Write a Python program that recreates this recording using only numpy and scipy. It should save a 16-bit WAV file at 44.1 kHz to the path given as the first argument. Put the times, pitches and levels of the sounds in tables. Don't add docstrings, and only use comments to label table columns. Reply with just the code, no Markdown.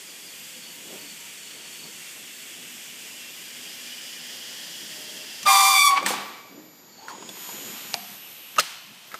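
import sys
import numpy as np
from scipy import signal
from scipy.fft import rfft, irfft, next_fast_len
from scipy.io import wavfile

SR = 44100
rng = np.random.default_rng(int(sys.argv[2]) if len(sys.argv) > 2 else 0)


def linear_from_db(decibels):
    return 10 ** (np.asarray(decibels, float) / 20)


def dump_mix(stems):
    frames = np.atleast_2d(stems).T
    limited = np.clip(frames, -1, 1)
    pcm = np.round(limited * 32767).astype(np.int16)
    wavfile.write(sys.argv[1], SR, pcm)


N = 405279
t = np.arange(N) / SR

# [t/s, level/dB]
EXHAUST_FLOW = [(5.45, -39), (5.466, -27), (5.502, -20.5), (5.586, -23.5), (5.78, -22.5), (5.885, -28.5),
                (5.95, -42), (6.3, -80), (6.9, -84)]


def columns(table):
    s, *cols = np.transpose(table)
    span = t[int(s[0] * SR):int(s[-1] * SR)]
    return [np.interp(span, s, c) for c in cols]


def walk(rate_hz, size):
    levels = rng.standard_normal(4096)
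    return 1.13 * np.interp(np.arange(size) * rate_hz / SR, np.arange(4096), levels)


def swells(start_s, end_s, db, rise_s, fall_s):
    s = t[::88, None]
    before_s, after_s = np.clip(start_s - s, 0, None), np.clip(s - end_s, 0, None)
    drop_db = 20 * (before_s / rise_s + after_s / fall_s)
    return np.interp(t, s[:, 0], np.sqrt(np.sum(linear_from_db(db - drop_db) ** 2, axis=1)))


def air(colour, lo_hz, hi_hz, size, split_hz=6500, flicker_db=1.0):
    long = next_fast_len(size)
    hz = np.fft.rfftfreq(long, 1 / SR) + 1
    colour_hz, colour_db = np.transpose(colour)
    gain = linear_from_db(np.interp(np.log(hz), np.log(colour_hz), colour_db, -90, -90))
    x = rfft(rng.standard_normal(N + SR)[:long]) * gain
    band = (hz > lo_hz) & (hz < hi_hz)
    x /= np.sqrt(2 * np.sum(abs(x[band]) ** 2)) / long
    low = 1 / (1 + (hz / split_hz) ** 4)
    return [irfft(x * w, long)[:size] * linear_from_db(flicker_db * walk(14, size)) for w in (low, 1 - low)]


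def blown(hz, width_hz, size):
    b, a = signal.iirpeak(hz, hz / width_hz, SR)
    x = rng.standard_normal(-(-size // SR) * SR)[:size]
    x = signal.lfilter(b, a, signal.lfilter(b, a, x))
    return x / x.std()


def tone(hz, flutter_db=2.0, rate_hz=30):
    phase = 2 * np.pi * (np.cumsum(hz) / SR + rng.random())
    return np.sqrt(2) * np.sin(phase) * linear_from_db(flutter_db * walk(rate_hz, len(hz)))


def ring(hz, t60_s):
    s = t[:int(SR * max(1.2 * t60_s, .01))]
    return np.sin(2 * np.pi * hz * s) * np.exp(-np.log(1000) * s / max(t60_s, 1e-4))


def add(out, at_s, x):
    i = int(at_s * SR)
    out[i:i + len(x)] += x[:N - i]


def place(x, table):
    out, edge = np.zeros(N), np.arange(len(x)) / 100
    start_s = table[0][0]
    fade = np.minimum(edge + (start_s == 0), edge[::-1] + 1)
    add(out, start_s, x * np.clip(fade, 0, 1))
    return out


def vent():
    # [t/s, f/Hz, level/dB, octave share/0-1]
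    high_note = [(5.455, 1209, -36, .05), (5.467, 1202, -16, .02), (5.505, 1194, -18.5, .55),
                 (5.565, 1178, -17, .06), (5.7, 1181, -20, .3), (5.82, 1183, -20.5, .85),
                 (5.845, 1161, -19.5, .12), (5.887, 1158, -20, .25), (5.9, 1142, -32, .05)]
    low_note = [(5.74, 1152, -32, .5), (5.758, 1151, -19.5, .94), (5.88, 1124, -19.5, .14),
                (5.954, 1118, -21, .01), (5.98, 1138, -22, .5), (5.996, 1140, -35, .03),
                (6.1, 1152, -38, .15), (6.55, 1150, -61, .3)]
    roar = exhaust_roar()
    modes, pipe = draught()
    seat = whistle(high_note) + whistle(low_note)
    highpass = signal.butter(4, 1700, "high", fs=SR, output="sos")
    beats = signal.sosfilt(highpass, 3 * seat * pipe)
    return roar + modes + pipe + seat + beats


def whistle(note):
    # [multiple of pitch, level/dB re partial 4]
    upper_partials = [(3, 1.5), (5, -7), (6, -12), (7, -7), (8, -7), (9, -9), (10, -13), (11, -13),
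                      (12, -15)]
    hz, db, octave = columns(note)
    size = len(hz)
    s, octave = np.arange(size) / SR, np.clip(octave, 0, 1)
    flow_db = np.interp(s + note[0][0], *np.transpose(EXHAUST_FLOW))
    full_flow_db, slope, rise_s = -28, 3.0, .02
    upper = linear_from_db(-30.5 + slope * np.minimum(flow_db - full_flow_db, 0)) * np.clip(s / rise_s, 0, 1)
    hz = hz * (1 + 0.003 * walk(118.5, size) + 0.004 * walk(500, size))
    first = np.sqrt(1 - octave) * tone(hz, 1.05, 60)
    second = np.sqrt(octave) * tone(2 * hz, 2.2, 60)
    out = linear_from_db(db) * (first + second) + upper * tone(4 * hz, 2.0, 60)
    for k, rel_db in upper_partials:
        skirt = 1 + .0008 * (k - 3) * walk(700, size)
        out += upper * linear_from_db(rel_db) * tone(k * hz * skirt, 3.0, 60)
    return place(out * (1 + 0.12 * walk(300, size)), note)


def exhaust_roar():
    # [f/Hz, density/dB per Hz]
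    roar_colour = [(150, -37), (500, -12), (800, 4.5), (1200, 4), (1600, -0.5), (2300, -0.5), (3500, 2.5),
                   (5000, 3), (8000, 2), (11000, -1.5), (15200, -5.5), (15500, -40)]
    # [t/s, body/dB, treble/dB, 20 dB fall/s]
    puffs = [
        (5.466, -29, -60, .34),
        (5.91, -41, -60, .2),
        (5.974, -29.5, -60, .04),
        (6.066, -31, -36, .05),
        (6.084, -36, -31, .3),
    ]
    flow_db, = columns(EXHAUST_FLOW)
    low, high = air(roar_colour, 6760, 10400, len(flow_db), split_hz=3400, flicker_db=2.0)
    high = port(high)
    at_s, body_db, treble_db, fall_s = np.transpose(puffs)
    rise_s = .02
    puff_treble = swells(at_s, at_s, treble_db, rise_s, .65 * fall_s)
    treble = np.hypot(place(linear_from_db(flow_db), EXHAUST_FLOW), puff_treble)
    body = swells(at_s, at_s, body_db + 9, rise_s, fall_s) * place(low, EXHAUST_FLOW)
    return body + linear_from_db(-4.5) * treble * place(high, EXHAUST_FLOW)


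def port(x):
    # [t/s, round trip/Hz, echo/0-1]
    port_pitch = [(5.45, 1170, 0.44), (5.7, 1170, 0.3), (5.78, 1169, 0.5), (5.86, 1135, .75),
                  (5.91, 1110, .6), (5.96, 1110, .05), (6.9, 1110, .05)]
    hz, echo = columns(port_pitch)
    i = np.arange(len(x))
    once, twice = np.interp(i - SR / hz, i, x), np.interp(i - 2 * SR / hz, i, x)
    return (x + echo * once + echo ** 2 * twice) / np.sqrt(1 + echo ** 2 + echo ** 4)


def draught():
    # [t/s, level/dB]
    draught_level = [(5.462, -34), (5.49, -21), (5.62, -24), (5.77, -26), (5.8, -42), (5.855, -45),
                     (5.88, -31), (5.95, -29.5), (6.05, -50)]
    # [f/Hz, width/Hz, level/dB]
    pipe_modes = [(1001, 35, -6), (1060, 30, -2.5), (1101, 30, -3), (2120, 45, -11), (4560, 60, -10)]
    blow_db, = columns(draught_level)
    size = len(blow_db)
    tone_db = -22 + 1.4 * (blow_db - blow_db.max())
    hz = 779 * (1 + 0.0048 * walk(120, size) + .012 * walk(30, size))
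    pipe = place(linear_from_db(tone_db) * tone(hz, 1.9, 50), draught_level)
    modes = sum(linear_from_db(db) * blown(f, w, size) for f, w, db in pipe_modes)
    return place(linear_from_db(blow_db + 0.5) * modes, draught_level), pipe


def clacks():
    # [t/s, low ring/dB, low ring/Hz, high ring/Hz, crack/dB]
    valve_clacks = [
        (5.431, -41, 1170, 6000, -31),
        (5.974, -23, 1137, 2420, -34),
        (6.028, -22, 1110, 8000, -39),
        (6.062, -20, 1800, 8160, -18),
        (6.105, -15, 800, 3380, -36),
        (6.137, -22, 934, 3560, -42),
    ]
    carriage_clacks = [(7.029, -40, 780, 6990, -54), (7.048, -38, 900, 6660, -52),
                       (7.083, -29, 1396, 5800, -43), (7.091, -32, 1000, 4700, -47),
                       (7.098, -31, 1050, 5800, -46), (7.106, -30, 940, 4600, -45),
                       (7.117, -32, 1000, 4700, -50), (7.15, -35, 950, 3500, -54),
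                       (7.224, -33, 980, 4800, -50), (7.291, -31, 680, 3450, -32.5),
                       (7.369, -38, 1000, 3500, -48), (7.49, -28, 930, 4800, -44),
                       (7.936, -36, 645, 2830, -32), (7.942, -22, 750, 2400, -26),
                       (9.117, -30.5, 1650, 2340, -48), (9.142, -25, 1305, 2050, -38),
                       (9.15, -36, 650, 1920, -41)]
    stop_clacks = [
        (8.561, -33, 1950, 5500, -39),
        (8.567, -29, 1230, 2870, -39),
        (8.576, -27, 1130, 2900, -40),
        (8.585, -15, 1300, 6400, -18),
        (8.592, -17, 1470, 2920, -19),
        (8.596, -21, 560, 5100, -12.5),
        (8.6025, -24, 1850, 4200, -18),
        (8.607, -26, 2400, 3400, -26),
        (8.634, -33, 1500, 2890, -35),
    ]
    # [t/s, level/dB, f/Hz]
    snaps = [
        (5.4305, -20, 7100),
        (7.9419, -4.5, 4600),
        (8.5962, -8, 3500),
        (6.0635, -14, 4000),
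        (7.0835, -28, 1500),
        (5.431, -26, 13000),
        (6.064, -12, 13000),
    ]
    # [t/s, level/dB, f/Hz, t60/s]
    thud_modes = [(5.462, -29.5, 599, 0.18), (6.035, -36.5, 200, 0.7), (1.02, -48, 290, .35),
                  (6.51, -44, 280, .25), (6.575, -41, 310, 0.38), (7.945, -41, 700, .4),
                  (7.95, -44, 716, .6), (7.96, -46, 774, .4), (8.0, -48, 200, .6), (8.5815, -12, 1230, .05),
                  (8.5855, -7, 1260, .03), (8.586, -16, 610, .04), (.9, -47, 380, .3),
                  (8.585, -11, 2750, .03), (6.103, -27, 520, .09), (6.024, -29, 560, .08),
                  (6.064, -27, 960, .07), (5.972, -28, 1800, .07), (7.941, -43, 200, .08),
                  (8.591, -39, 170, .15), (8.594, -29, 523, 0.056), (8.605, -36, 8250, .08)]
    rings, cracks, thuds = np.zeros(N), np.zeros(N), np.zeros(N)
    parts = (valve_clacks, .05), (carriage_clacks, .045), (stop_clacks, .038)
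    blows = [(*row, t60_s) for table, t60_s in parts for row in table]
    chances = rng.standard_normal((len(blows), 4096))
    for (at_s, low_db, low_hz, high_hz, crack_db, t60_s), chance in zip(blows, chances):
        fade = np.exp(-t[:4096] / max(t60_s, .005))
        crack = signal.lfilter(*signal.iirpeak(4200, .8, SR), chance) * fade ** 9
        rattle = signal.lfilter(*signal.iirpeak(low_hz, 2.8, SR), chance[::-1] * fade ** 5)
        add(cracks, at_s, linear_from_db(crack_db + 3.5) * crack)
        add(rings, at_s, linear_from_db(low_db + 8) * rattle)
        add(rings, at_s, linear_from_db(low_db - 5.5) * ring(low_hz, t60_s))
        for k in range(3):
            mode_hz = high_hz * (1 + 0.104 * k * chance[k + 3])
            add(rings, at_s, linear_from_db(crack_db - 3.5 - 4.4 * k) * ring(mode_hz, 1.2 * t60_s))
    for at_s, db, hz in snaps:
        add(rings, at_s, -1.6 * linear_from_db(db) * ring(hz, 8.6 / hz)[:200])
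    for at_s, db, hz, t60_s in thud_modes:
        thud = ring(hz, t60_s)
        onset = np.clip(t[:len(thud)] * hz / 2, 0, 1)
        add(thuds, at_s, linear_from_db(db) * thud * onset)
    return rings + cracks + thuds, cracks + 0.5 * rings + .04 * thuds


def stroke():
    # [f/Hz, density/dB per Hz]
    stroke_colour = [(300, -40), (700, -10), (1700, -8.5), (3200, -6), (4200, -10), (6800, -10),
                     (9000, -12), (12000, -13.5), (15200, -18), (15500, -50)]
    # [start/s, end/s, jet/dB, treble/dB, 20 dB rise/s]
    strokes = [
        (7.13, 7.3, -46, -74, .32),
        (7.42, 7.92, -39, -50.5, .25),
        (7.95, 8.1, -44.5, -54, .05),
        (8.1, 8.58, -48, -54, .1),
        (8.625, 8.68, -36.5, -54, .04),
        (8.95, 9.3, -49, -60, .3),
        (9.17, 9.3, -46, -66, .2),
    ]
    # [start/s, end/s, level/dB, 20 dB rise/s]
    nozzle_swells = [
        (7.6, 7.92, -52, .4),
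        (8.25, 8.55, -49, .5),
        (8.63, 8.72, -48, .05),
        (8.85, 9.05, -54, .3),
    ]
    fall_s = .28
    start_s, end_s, jet_db, treble_db, rise_s = np.transpose(strokes)
    low, high = air(stroke_colour, 1500, 6200, N)
    jet = swells(start_s, end_s, jet_db - 3.75, rise_s, fall_s) * low
    treble = swells(start_s, end_s, treble_db + 5, rise_s, fall_s) * high
    on_s, off_s, nozzle_db, swell_s = np.transpose(nozzle_swells)
    nozzle = swells(on_s, off_s, nozzle_db, swell_s, fall_s) * blown(2850, 1300, N)
    return nozzle + jet + treble


def leak():
    # [t/s, jet/dB]
    pressure = [(0.0, -45.5), (1.41, -44.5), (3.3, -43.5), (3.99, -40.5), (5.34, -40.5), (5.45, -41)]
    # [f/Hz, density/dB per Hz]
    early_colour = [(500, -14), (900, -18.5), (1400, -8), (2000, -1), (2750, 1), (3400, 0.5), (4000, -6.5),
                    (5300, -5), (8200, -3), (9300, -9), (11000, -10), (12300, -12), (15200, -15.5),
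                    (15500, -50)]
    late_colour = [(500, -12), (1170, -20), (1850, -4), (2400, -10), (3200, -0.5), (3900, -9.5), (4900, -3),
                   (6500, -8.5), (7600, -9), (9100, -12.5), (11500, -14), (12800, -14), (15200, -18),
                   (15500, -50)]
    # [f/Hz, level/dB re jet]
    streaks = [(2420, -19), (2720, -16), (2940, -14), (3230, -15), (3390, -18), (4890, -17), (7030, -18),
               (7490, -19)]
    jet_db, = columns(pressure)
    size = len(jet_db)
    turn_s, turn_length_s = 2.6, 1.8
    late = np.clip((t[:size] - turn_s) / turn_length_s, 0, 1)
    early_air = air(early_colour, 1500, 6360, size, flicker_db=.6)
    late_air = air(late_colour, 1500, 6100, size, flicker_db=.6)
    low, high = (np.sqrt(1 - late) * a + np.sqrt(late) * b for a, b in zip(early_air, late_air))
    treble_db = -43.5 + .4 * (jet_db - pressure[0][1])
    for hz, db in streaks:
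        low = low + linear_from_db(db + 4.0 * walk(2.5, size)) * blown(hz, 70, size)
    return place(linear_from_db(jet_db - .4) * low + linear_from_db(treble_db) * high, pressure)


def chopper():
    # [start/s, end/s, current at speed/Hz, level/dB]
    moves = [
        (-.05, 1.5, 148, -58),
        (1.55, 4.2, 148, -58),
        (5.8, 7.17, 148, -60),
        (7.27, 9.05, 75, -54),
        (9.05, 9.6, 150, -66),
    ]
    # [order of current, level/dB]
    fast_tones = [(-2, -14), (-1, -4), (0, -7), (1, 0), (2, -10), (3, -19)]
    slow_tones = [(-1, 11.5), (0, -2), (1, 3)]
    chop_hz, ramp_hz_per_s, resting_db = 11998, 520, -68
    reverses_s, recedes_db_per_s, quieter_s, quieter_db = 7.27, 5, 8.6, -8
    current_hz, drive_db = 0 * t, resting_db + 0 * t
    for start_s, end_s, hz, db in moves:
        speed_hz = np.clip(ramp_hz_per_s * np.minimum(t - start_s, end_s - t), 0, hz)
        current_hz = current_hz + speed_hz
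        drive_db = drive_db + (db - resting_db) * speed_hz / hz
    slow = np.clip((t - reverses_s) / .05, 0, 1)
    loss_db = recedes_db_per_s * np.clip(t - reverses_s, 0, None) - quieter_db * (t > quieter_s)
    drive_db = drive_db - loss_db * (t < moves[-1][0])
    chop = sum((1 - slow) * linear_from_db(db) * tone(chop_hz + k * current_hz, 2.5, 12) for k, db in fast_tones)
    chop += sum(slow * linear_from_db(db) * tone(chop_hz + k * current_hz, 0.75) for k, db in slow_tones)
    return linear_from_db(drive_db) * chop


def idle_whine():
    # [f/Hz, level/dB]
    idle_tones = [(2256, -73.5), (4823, -66.5), (5776, -72), (6438, -72), (6729, -65), (7031, -63),
                  (7321, -68), (11192, -80), (11553, -88)]
    tones = sum(linear_from_db(db) * tone(f + 0 * t, 2.9) for f, db in idle_tones)
    return np.clip((7.07 - t) / 0.08, 0, 1) * tones


def gear_whine():
    # [t/s, shaft/Hz, level/dB]
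    carriage_run = [(6.93, 181, -28), (7.0, 193, -9), (7.08, 198, -2), (7.13, 199.3, -0.5), (7.5, 200, 5),
                    (7.9, 201, 1), (7.95, 195, 0), (8.02, 198, -30)]
    # [shaft order, level/dB]
    gear_tones = [(5, -67), (16, -65), (25, -66), (26, -66), (34, -51), (35, -57), (37, -60), (40, -67)]
    shaft_hz, gear_db = columns(carriage_run)
    gears = 0
    for k, db in gear_tones:
        hz = k * shaft_hz * (1 + .002 * walk(200, len(shaft_hz)))
        gears = gears + linear_from_db(db) * tone(hz, 2.5, 12)
    return place(linear_from_db(gear_db) * gears, carriage_run)


def groan():
    # [t/s, f/Hz, level/dB]
    run_up = [(6.98, 758, -56), (7.04, 850, -54), (7.09, 990, -45), (7.13, 1020, -44), (7.2, 1000, -58)]
    hz, db = columns(run_up)
    rough_hz = hz * (1 + .09 * walk(300, len(hz)))
    return place(linear_from_db(db) * tone(rough_hz, 3.0, 117), run_up)


def far_squeak():
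    # [t/s, level/dB, 20 dB rise or fall/s]
    squeak_swells = [(.1, -55, .3), (.3, -51, .3), (.65, -50, .3), (1.05, -48, .25), (1.48, -48.5, .25),
                     (1.66, -56, .2), (1.84, -48, .3), (2.17, -58, .3), (2.39, -54, .2), (6.95, -53, .08),
                     (6.99, -53, .1), (7.03, -54, .08), (7.104, -54, .06)]
    at_s, db, edge_s = np.transpose(squeak_swells)
    return swells(at_s, at_s, db, edge_s, edge_s) * blown(4456, 160, N)


def far_hums():
    # [start/s, end/s, f/Hz, level/dB]
    hums = [
        (0.34, 0.96, 510, -61.5),
        (0.36, 2.03, 940, -66),
        (1.9, 4.8, 245, -62.5),
        (4.85, 5.3, 610, -57.5),
        (6.5, 7.0, 1900, -70),
    ]
    out = np.zeros(N)
    for start_s, end_s, hz, db in hums:
        size = int((end_s - start_s) * SR)
        add(out, start_s, linear_from_db(db) * blown(hz, 8.4, size) * signal.windows.tukey(size, .4))
    return out


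def walls(x):
    # [f/Hz, t60/s]
    tails = [(400, 0.46), (1000, 0.82), (2500, 1.42), (5000, 0.88), (10000, 0.31)]
    s = t[:SR]
    tail = sum(blown(hz, hz, SR) * np.sqrt(hz) * np.exp(-np.log(1000) * s / t60_s) for hz, t60_s in tails)
    tail *= 1 - np.exp(-(s / 0.012) ** 2)
    return signal.fftconvolve(x, tail / np.sqrt(np.sum(tail ** 2)))[:N]


def hall():
    # [f/Hz, density/dB per Hz]
    plant_colour = [(60, -11.5), (170, -5), (500, -10), (1000, -7.5), (1600, -12), (3000, -15.5),
                    (4600, -10.5), (7000, -18), (8000, -26), (11000, -24), (12400, -10), (12900, -50)]
    # [t/s, low/dB, upper/dB, 20 dB fall/s]
    rumbles = [(.25, -57, -56, .3), (.59, -53, -60, .35), (.87, -56, -48, .15), (.93, -48, -42, .16),
               (1.05, -54, -58, .2), (1.85, -49, -54, .3), (2.61, -58, -57, .6), (3.62, -57, -56, .4),
               (4.33, -54, -66, .15), (4.83, -48.5, -54, .2), (5.0, -54, -50, .3), (5.14, -56, -50, .4),
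               (5.45, -42, -53, .07), (6.05, -54, -37, .3), (6.18, -50, -44, .2), (6.57, -50, -49, .3),
               (7.19, -57, -45.5, .3), (7.27, -46, -54, .2), (7.55, -50, -45.5, .3),
               (7.68, -43, -48.5, .25), (7.86, -44, -52, .1), (7.94, -46, -50, .12), (8.1, -52, -64, .3),
               (8.58, -56, -47, .1), (8.91, -50, -68, .1), (9.14, -61, -52, .1)]
    at_s, low_db, upper_db, fall_s = np.transpose(rumbles)
    out = linear_from_db(-54.5) * sum(air(plant_colour, 20, 16000, N))
    bands = (low_db - 4.0, -62, 202, 140), (upper_db - .5, -60, 340, 420)
    for db, bed_db, hz, width_hz in bands:
        bed = swells(0, 8.2, bed_db, 1, .8) * linear_from_db(2.5 * walk(5, N))
        passing = swells(at_s, at_s, db, .5 * fall_s, fall_s)
        out += np.hypot(bed, passing) * blown(hz, width_hz, N)
    return out


def scene():
    (hits, broad), valve = clacks(), vent()
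    echo = walls(linear_from_db(-15) * broad + linear_from_db(-20) * valve)
    drives = chopper() + idle_whine() + gear_whine() + groan()
    far = far_squeak() + far_hums() + hall()
    return (valve + hits + echo + stroke() + leak() + drives + far)[None]


def band_limit(x):
    return signal.sosfilt(signal.butter(12, 16620, fs=SR, output="sos"), x)


def record(dry):
    x = 1.198 * np.tanh(dry / 1.202)
    x = signal.sosfilt(signal.butter(3, 110, "high", fs=SR, output="sos"), x)
    x = signal.sosfilt(signal.ellip(8, .3, 36, 15350, fs=SR, output="sos"), x)
    return band_limit(x)


dry = scene()
out = record(dry)
dump_mix(out)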